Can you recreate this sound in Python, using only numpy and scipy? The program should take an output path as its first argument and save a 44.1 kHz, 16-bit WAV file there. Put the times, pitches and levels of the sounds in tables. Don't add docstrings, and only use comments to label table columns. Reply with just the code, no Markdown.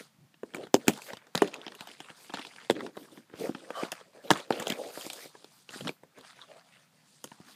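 import sys
import numpy as np
from scipy import signal
from scipy.fft import rfft, irfft, next_fast_len
from scipy.io import wavfile
from scipy.ndimage import uniform_filter1d

SR = 44100
rng = np.random.default_rng(int(sys.argv[2]) if len(sys.argv) > 2 else 0)


def dump(signal):
    limited = np.clip(np.atleast_2d(signal).T, -1, 1)
    pcm = np.round(limited * 32767).astype(np.int16)
    wavfile.write(sys.argv[1], SR, pcm)


N = 332955


def amp(db):
    return 10 ** (np.asarray(db) / 20)


def unit(x):
    return x / np.sqrt(np.mean(x ** 2) + 1e-20)


def peak(x):
    return x / np.max(np.abs(x))


def along(points, hz):
    f, v = np.transpose(points)
    return np.interp(np.log(hz + 1), np.log(f + 1), v)


def filtered(x, response):
    m = next_fast_len(x.shape[-1] + 8192)
    spectrum = rfft(x, m) * response(np.fft.rfftfreq(m, 1 / SR))
    return irfft(spectrum, m)[..., :x.shape[-1]]


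def modes(table, scatter_db=0):
    gains = amp(scatter_db * rng.standard_normal(len(table)))

    def response(f):
        total = 0
        for k, (gain, (centre, width, db)) in enumerate(zip(gains, table)):
            resonance = 1j * f * width / (centre * centre - f * f + 1j * f * width)
            total = total + (-1) ** k * gain * amp(db) * resonance
        return total
    return response


def stick_slip(rate, spread_db):
    knots = np.minimum(rng.exponential(size=int(N * rate / SR) + 4), 3.5)
    size_db = spread_db * np.interp(np.arange(N) * rate / SR, np.arange(len(knots)), knots)
    return rng.standard_normal(N) * amp(size_db)


def patchy(x, depth_db):
    z = signal.stft(x, nperseg=256)[2]
    field = uniform_filter1d(rng.standard_normal(z.shape), size=6, axis=0)
    field = uniform_filter1d(field, size=12, axis=1)
    return unit(signal.istft(z * amp(depth_db * unit(field)), nperseg=256)[1][:N])


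def held(rows, rise_db_per_s, fall_db_per_s):
    power, t = 1e-14, np.arange(0, N + 16, 16) / SR
    for s, length, *db in rows:
        before = rise_db_per_s * np.maximum(s - t, 0)
        after = fall_db_per_s * np.maximum(t - s - length, 0)
        power = power + np.outer(amp(db), amp(-before - after)) ** 2
    return np.array([np.interp(np.arange(N) / SR, t, gain) for gain in np.sqrt(power)])


# f/Hz, t60/s
ROOM = [(150, 0.18), (600, 0.036), (3000, 0.022), (12000, 0.12)]


def room(x):
    out, step = np.zeros(N + SR), SR // 3
    for start in range(0, N, step):
        hz, t, z = signal.stft(rng.standard_normal(step), SR, nperseg=256)
        decay = amp(-60 * t / along(ROOM, hz)[:, None])
        tail = signal.istft(z * decay, SR, nperseg=256)[1]
        wet = signal.fftconvolve(x[start:start + step], tail / np.linalg.norm(tail))
        out[start + 220:][:len(wet)] += wet
    return out[:N]


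# t/s, held/s, level/dB
GRIP = [(.19, 0.068, -57), (5.812, 0.082, -43)]
GRIP_SLOPE_DB_PER_S = 1100


def grip():
    level, = held(GRIP, GRIP_SLOPE_DB_PER_S, GRIP_SLOPE_DB_PER_S)
    body = modes([(140.0, 81, 0)])
    return level * unit(filtered(rng.standard_normal(N), lambda hz: body(hz) ** 2))


STROKE_RISE_DB_PER_S, STROKE_FALL_DB_PER_S = 349, 247
# t/s, held/s, level/dB
SWISHES = [(0, 0.013, -64.5), (.96, 0.018, -68.5), (1.05, 0.027, -55.5), (1.82, 0.024, -70),
           (2.2, 0.05, -64), (2.46, 0.0384, -74.5), (2.99, 0.038, -63), (3.14, 0.028, -67),
           (3.41, 0.057, -57.5), (3.77, 0.088, -64.5), (4.26, 0.034, -63), (4.52, 0.42, -63.5),
           (4.93, 0.14, -54.5), (5.15, 0.087, -56.5), (5.54, 0.04, -67.5), (5.74, 0.07, -62.5),
           (5.88, 0.036, -63.5), (7.48, 0.1, -68)]
# f/Hz, relative density/dB
SWISH = [(6000, -37.5), (9500, -11.5), (11500, 3), (15300, -2)]


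def swish():
    level, = held(SWISHES, STROKE_RISE_DB_PER_S, STROKE_FALL_DB_PER_S)
    friction = filtered(rng.standard_normal(N), lambda hz: amp(along(SWISH, hz)))
    return level * patchy(friction, depth_db=-2.0)


# t/s, held/s, level/dB
SQUEAL = [(3.757, 0.0606, -39.5)]
# f/Hz, width/Hz, relative level/dB
SQUEAL_MODES = [(670, 32, -5), (1182, 66, 5.5), (1590, 42, -8), (3037, 47, -3.5)]
SQUEAL_SLOPE_DB_PER_S = 895


def squeal():
    level, = held(SQUEAL, SQUEAL_SLOPE_DB_PER_S, SQUEAL_SLOPE_DB_PER_S)
    return level * unit(filtered(stick_slip(rate=200, spread_db=-3.0), modes(SQUEAL_MODES)))


# t/s, f/Hz
SPAN = [(.6, 342.3), (1.1, 563), (1.45, 422.5), (2.4, 398.6), (2.85, 345.6), (3.15, 306.7), (3.4, 303.7),
        (3.47, 499), (3.6, 388), (3.79, 648), (4.6, 436), (4.85, 546), (5.2, 495), (5.8, 257.5), (6.2, 405),
        (6.52, 606), (6.59, 782), (7.4, 253)]
SPAN_DB_PER_OCTAVE = 12


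def favour(x):
    hz, t, z = signal.stft(x, SR, nperseg=1024)
    span_hz = np.interp(t, *np.transpose(SPAN))
    octaves_away = np.abs(np.log2((hz[:, None] + 1) / span_hz))
    z = z * amp(-SPAN_DB_PER_OCTAVE * octaves_away)
    power = uniform_filter1d(np.sum(np.abs(z) ** 2, axis=0), size=40)
    return signal.istft(z / np.sqrt(power), SR, nperseg=1024)[1][:N]


# t/s, held/s, lid drumming/dB, sleeve rustle/dB, skin hiss/dB
STROKES = [(0, 0.007, -52.5, -52, -53.5), (.46, 0.046, -59, -74, -72), (.56, 0.079, -42.5, -56.5, -63.5),
           (.8, 0.079, -57, -58, -64), (.92, 0.054, -60, -51, -55), (1.02, 0.064, -55, -53.5, -54),
           (1.099, 0.035, -48, -50.5, -62.5), (1.22, 0.069, -66, -67, -80), (1.385, 0.061, -51, -49, -58),
           (1.445, 0.04, -42, -48, -59.5), (1.53, 0.062, -48.5, -51, -68.5),
           (1.62, 0.14, -57.5, -58, -66.5), (1.813, 0.0098, -57, -47.5, -58),
           (1.89, 0.045, -58, -56, -60.5), (2, 0.12, -63, -57.5, -64), (2.178, 0.11, -66, -61, -59.5),
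           (2.346, 0.13, -59, -48.5, -58), (2.52, 0.15, -65.5, -56.5, -62.5),
           (2.748, 0.053, -43.5, -50, -64.5), (2.835, 0.019, -34, -54, -60),
           (2.976, 0.082, -54, -60, -62.5), (3.124, 0.064, -50.5, -60.5, -65),
           (3.32, 0.076, -59.5, -65.5, -79), (3.4, 0.069, -35, -46.5, -52.5),
           (3.56, 0.18, -54.5, -58.5, -63), (3.775, 0.057, -42, -46.5, -54),
           (3.83, 0.024, -44, -44.5, -55.5), (3.93, 0.074, -61.5, -56, -62.5), (4.06, 0.031, -62, -82, -74),
           (4.151, 0.036, -54.5, -62.5, -68), (4.25, 0.047, -46, -55.5, -62.5),
           (4.348, 0.049, -42.5, -41.5, -52.5), (4.45, 0.073, -56, -73, -89), (4.54, 0.084, -39, -43, -54),
           (4.671, 0.051, -40, -44, -54.5), (4.745, 0.033, -44.5, -71, -60.5),
           (4.79, 0.11, -42.5, -52.5, -54.5), (4.95, .12, -53, -49.5, -48.5), (5.12, .14, -53, -54.5, -52),
           (5.341, 0.14, -67.5, -65.5, -65.5), (5.52, 0.1, -75, -69.5, -63.5),
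           (5.739, 0.041, -55, -51, -48.5), (5.85, 0.012, -41.5, -47.5, -52.5),
           (6.039, 0.0083, -59.5, -80.5, -84), (6.179, 0.0074, -53, -56.5, -67.5),
           (6.25, 0.059, -78, -55, -61), (6.37, 0.07, -64.5, -58, -65), (6.498, 0.021, -55.5, -60, -67.5),
           (6.566, 0.023, -54.5, -58, -67), (6.66, 0.18, -72.5, -66, -70), (6.939, 0.1, -75.5, -68.5, -74),
           (7.079, 0.26, -79, -77, -66), (7.33, 0.19, -68, -64, -69), (7.48, 0.047, -63, -57.5, -61)]
DRUM_RISE_DB_PER_S, DRUM_FALL_DB_PER_S = 646.5, 417
HEAVY_DB = -26
CLATTER_LID_DB = -23
CLATTER_SLEEVE_DB, CLATTER_SKIN_DB = -21.5, -26.5
CLATTER_RISE_DB_PER_S, CLATTER_FADE_DB_PER_S, SHELL_FADE_DB_PER_S = 8004.5, 349, 799.5


def handling():
    heavy = [row for row in CONTACTS if row[1] > HEAVY_DB]
    low = [(s, 0, db + thud_db + CLATTER_LID_DB) for s, db, thud_db, *_ in heavy]
    high = [(s, 0, db + CLATTER_SLEEVE_DB, db + CLATTER_SKIN_DB) for s, db, *_ in heavy]
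    lid_clatter = held(low, CLATTER_RISE_DB_PER_S, CLATTER_FADE_DB_PER_S)
    shell_clatter = held(high, CLATTER_RISE_DB_PER_S, SHELL_FADE_DB_PER_S)
    drumming = held([row[:3] for row in STROKES], DRUM_RISE_DB_PER_S, DRUM_FALL_DB_PER_S)
    rustle = held([row[:2] + row[3:] for row in STROKES], STROKE_RISE_DB_PER_S, STROKE_FALL_DB_PER_S)
    return np.hypot(np.vstack([drumming, rustle]), np.vstack([lid_clatter, shell_clatter]))


# f/Hz, relative density/dB
SLEEVE = [(410, -30.5), (700, -3.5), (1350, -1), (2360, -4.5), (3090, -8.5), (3400, -7), (7000, -24),
          (9100, -53), (15400, -120)]
# f/Hz, relative density/dB
SKIN = [(1760, -23.5), (3000, -5), (4920, 0.5), (5380, -5), (9260, -3.5), (15500, -32)]


def dragging(drumming, rustle, hiss):
    lids = favour(filtered(stick_slip(rate=130, spread_db=1.5), modes(LIDS)))
    shell_ring = modes(WALLS + CLASP)
    sleeve = filtered(stick_slip(rate=500, spread_db=4.1),
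                      lambda hz: amp(along(SLEEVE, hz)) * (1 + 0.022 * shell_ring(hz)))
    skin = filtered(stick_slip(rate=1100, spread_db=2.5), lambda hz: amp(along(SKIN, hz)))
    return (drumming * patchy(lids, depth_db=2.5)
            + rustle * patchy(sleeve, depth_db=4.5)
            + hiss * patchy(skin, depth_db=2.0))


def crack(ms, slip):
    u = np.arange(SR // 8) / SR / (np.clip(ms, .2, 12) / 1000)
    force = rng.standard_normal(len(u)) * (u * np.exp(-u) + 0.055 * np.exp(-u / 12))
    force[int(len(u) / u[-1])] += slip * np.sqrt(ms)
    return force


# f/Hz, width/Hz, relative level/dB
LIDS = [(160, 300, -0.5), (309, 226, 7), (429, 390, 5), (686, 475, 2.5), (833, 730, -11)]
LID_TOP_HZ = 2110


def bend(force):
    lids = modes(LIDS, scatter_db=3)

    def response(hz):
        return lids(hz) * 1j * hz / (1j * hz + 170) / (1 + 1j * hz / LID_TOP_HZ) ** 3
    return peak(filtered(force, response))


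# f/Hz, width/Hz, relative level/dB
WALLS = [(880, 400, 0), (1080, 350, 0), (1450, 450, -6), (1900, 450, -6)]
# f/Hz, width/Hz, relative level/dB
CLASP = [(2470, 700, -4), (3150, 700, 0), (3810, 700, -2), (4790, 1000, -3), (5700, 1100, -4)]
# f/Hz, width/Hz, relative level/dB
EDGES = [(6520, 1300, -1), (7970, 1500, 0), (9400, 1800, -3), (11200, 2000, -8), (13700, 2200, -9)]
SPOT_WIDTH_HZ, SPOT_DB = 450, 3


def shell(force, knock_db, edge_db, clasp_hz):
    def ring(table):
        return peak(filtered(force, modes(table, scatter_db=2)))

    clasp = [(hz, width, db - 9 * abs(np.log2(hz / clasp_hz))) for hz, width, db in CLASP]
    nearest = np.argmin([abs(hz - clasp_hz) for hz, *_ in CLASP])
    clasp[nearest] = (clasp_hz, SPOT_WIDTH_HZ, SPOT_DB)
    snap = peak(filtered(ring(clasp), lambda hz: 1 / (1 + 1j * hz / 7000) ** 2))
    return amp(knock_db + 3.5) * ring(WALLS) + snap + amp(edge_db + 6.0) * ring(EDGES)


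# t/s, clasp-ring peak level/dB, knock trim/dB, edge trim/dB
CRACKLES = [(0.341, -50, -7.5, -37.5), (0.5362, -37.5, -7, -30.5), (0.556, -45, -12, 2),
            (0.5655, -43, 1.5, -5), (0.634, -41, -4.5, -24), (0.6687, -47, 3, -10),
            (0.9328, -36.5, -10, -6), (0.9743, -41.5, -4, -3), (1.0183, -34.5, -14.5, -6),
            (1.1323, -34, 0, -12.5), (1.1693, -37, -6.5, -13), (1.267, -50.5, -3, -11),
            (1.4742, -32, -22, -13.5), (1.5404, -27, -20.5, -13.5), (1.561, -39.5, -15, -24),
            (1.6144, -35, -25, -37), (1.6642, -28.5, -9.5, -40.5), (1.6789, -28, -12.5, -36.5),
            (1.719, -38, -6.5, -27), (1.7491, -39.5, -17, -7), (1.807, -30, -9, -12.5),
            (1.871, -35, -5, -14.5), (1.8879, -39, -9, -30.5), (1.9131, -37, -26, -12),
            (2.0018, -31.5, -8, -18.5), (2.1001, -39.5, -6, -24), (2.295, -41.5, 1.5, -30.5),
            (2.303, -41, -4.5, -30), (2.337, -30.5, 0, -16), (2.3429, -26, -10.5, -20.5),
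            (2.355, -39, -9, -20), (2.37, -33, -2, -18), (2.383, -41.5, -12.5, -21),
            (2.391, -32.5, -5, -37.5), (2.416, -40, -36, -28.5), (2.4485, -31, -11.5, -23.5),
            (2.467, -35.5, -18.5, -22), (2.5608, -38, -13.5, -28.5), (2.6467, -41, -11, -21),
            (3.1732, -60, 13, -14.5), (3.2972, -62, 10.5, -19.5), (3.3554, -44, -8, -18.5),
            (3.547, -33, -0.5, -48), (3.8469, -41.5, 0.5, -26), (3.918, -27.5, -7.5, -1.5),
            (3.924, -39, 6, -4.5), (4.0095, -50, 4.5, -21), (4.334, -26.5, -5.5, -15.5),
            (4.3723, -34.5, -10, -7.5), (4.3988, -37, -5.5, -9.5), (4.5228, -25.5, -5, -27),
            (4.5974, -33.5, 0, 0.5), (4.6237, -31, -43, -7.5), (4.679, -32.5, -15, 0),
            (4.6986, -26.5, -14, -6), (5.009, -32.5, -15.5, -9.5), (5.099, -24, -16.5, -14),
            (5.131, -34.5, -9, 1), (5.3498, -55.5, 10, -18.5), (5.4431, -39, -7.5, -11),
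            (5.6898, -33.5, -12, -21.5), (5.705, -41.5, -4.5, -7.5), (5.871, -26.5, -4, -22.5),
            (5.8785, -26, -8, -18), (6.1847, -52, 3.5, 1), (6.209, -45.5, -8.5, -10.5),
            (7.2403, -35.5, -2.5, 3), (7.2553, -49, -25, -3.5), (7.2734, -43, -9.5, -21.5)]
CRACKLE_MS, CRACKLE_MS_OCTAVES, CRACKLE_SLIP = 1.5, .3, 3.2


def crackles():
    out = np.zeros(N + SR)
    for s, db, knock_db, edge_db in CRACKLES:
        force = crack(CRACKLE_MS * 2 ** rng.normal(0, CRACKLE_MS_OCTAVES), CRACKLE_SLIP)
        spot_hz = 3250 * 2 ** rng.normal(0, 0.17)
        sound = shell(force, knock_db, edge_db, spot_hz) + amp(knock_db + 3.0) * bend(force)
        out[round(s * SR):][:len(sound)] += amp(db) * sound
    return out[:N]


# t/s, clasp-ring peak level/dB, thud, knock and edge trims/dB, thud f/Hz, clasp f/Hz
CONTACTS = [(0.432, -48.5, 17, -1, -11, 443, 2940), (0.5458, -26.5, -9, -7.5, -14, 280, 2280),
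            (0.7421, -14.5, 5, -8.5, -1.5, 494, 4300), (0.7493, -24, -6.5, -29, -15.5, 356, 3105),
            (0.762, -39.5, 1.5, 3, -12, 300, 2560), (0.8702, -42.5, 5.5, 3, -4, 257, 2490),
            (0.881, -7, -6, -11.5, -1.5, 267, 2422), (0.893, -34, 12, -13, -16.5, 187, 2910),
            (1.3495, -28.5, 3.5, -7, -7.5, 657, 2500), (1.3534, -13.5, -17, -11, -10, 181, 3920),
            (1.376, -18.5, -15.5, -16, -14, 566, 3820), (1.4191, -23.5, 9.5, 9, -8, 396, 2300),
            (1.4217, -25.5, 5.5, -2.5, -29.5, 370, 2940), (2.6988, -15, -0.5, -5, -18, 394, 3810),
            (2.7077, -17.5, -3.5, -7, -11.5, 410, 3260), (2.8053, -36.5, -1, 3.5, -43.5, 328, 3750),
            (2.8632, -38.5, -14, 3, -42.5, 350, 3500), (2.9683, -41.5, 3, -13, -9, 427, 3860),
            (2.973, -56, 19.5, -9, -20, 376, 3020), (3.337, -55.5, 16, -9, -27, 304, 3600),
            (3.4924, -50, 22, -5, -5.5, 322, 2240), (3.704, -34, 3, -5.5, -19, 453, 2450),
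            (3.831, -41.5, 13, -1, -19, 315, 3000), (4.3051, -5, -6, -11, -21, 957, 3181),
            (4.3097, -27.5, 6.5, 11, -22, 630, 2270), (4.3112, -17, -4.5, 1.5, -5, 403, 2850),
            (4.3139, -11.5, -11.5, -10, -12, 178, 1852), (4.5053, -21, 4.5, 3.5, -19, 420, 2230),
            (4.6694, -20.5, -7.5, -8, -15, 735, 3170), (4.7017, -17, -11, -26.5, -13, 260, 3070),
            (4.721, -22, -9.5, -13, -14, 204, 3220), (4.974, -49.5, 16, -19, -18, 437, 3400),
            (5.048, -55, 11, -7, -16, 355, 3000), (5.064, -40.5, 6, -25, 1.5, 310, 4930),
            (5.7586, -51, 11, -10, -5.5, 337, 3690), (5.8071, -34.5, -3, -10, -17, 500, 3020),
            (5.891, -21.5, -10, -8.5, -36, 624, 2310), (6.0336, -65, 18.5, 9, 3, 511, 2220),
            (7.249, -67, 18, -9.5, -22, 167, 2492), (7.3157, -46, 0, 4, -28, 188, 2280),
            (7.4006, -59, 15, -5, -2, 169, 4500)]
BLOW_MS, BLOW_SLIP = .8, 7
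FIRM_DB, SOFTEN, SOFT_MS = -16, .4, 1.4


def contacts():
    out, t = np.zeros(N + SR), np.arange(SR // 8) / SR
    for s, db, thud_db, knock_db, edge_db, thud_hz, clasp_hz in CONTACTS:
        ms = min(BLOW_MS * amp(SOFTEN * (FIRM_DB - db)), SOFT_MS)
        force = crack(ms, BLOW_SLIP * (BLOW_MS / ms) ** 2)
        cycles = thud_hz * np.maximum(t - BLOW_MS / 1000, 0)
        swing = cycles * np.exp(-cycles / 0.31) + 0.015 * amp(-60 * t / 0.043)
        push = -np.sin(2 * np.pi * cycles) * swing
        push = filtered(push, lambda hz: (1j * hz / (1j * hz + thud_hz / 2)) ** 2)
        thud = peak(peak(push) + 0.64 * bend(force))
        sound = shell(force, knock_db, edge_db, clasp_hz) + amp(thud_db + 6.5) * thud
        out[round(s * SR):][:len(t)] += amp(db) * sound
    return out[:N]


def scene():
    near = crackles() + contacts()
    friction = dragging(*handling()) + swish() + squeal()
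    return (amp(-13.5) * room(near) + grip() + friction + near)[None]


# f/Hz, relative density/dB
HISS = [(24, -57), (40, -28), (150, 10.5), (266, 0.5), (407, -14), (591, -7), (4460, -15), (14400, -22),
        (15500, -23.5)]
HISS_DB = -67
SHELF_HZ, TOP_HZ = 15300, 16500


def record(dry):
    hiss = amp(HISS_DB) * unit(filtered(rng.standard_normal(N), lambda hz: amp(along(HISS, hz))))
    thin = filtered(dry + hiss, lambda hz: (1j * hz / (1j * hz + 80)) ** 3)
    rounded = thin / (1 + np.abs(thin / .75) ** 6) ** (1 / 6)
    return filtered(rounded, lambda hz: np.where(hz > SHELF_HZ, amp(-25), 1) * (hz < TOP_HZ))


dry = scene()
out = record(dry)
dump(out)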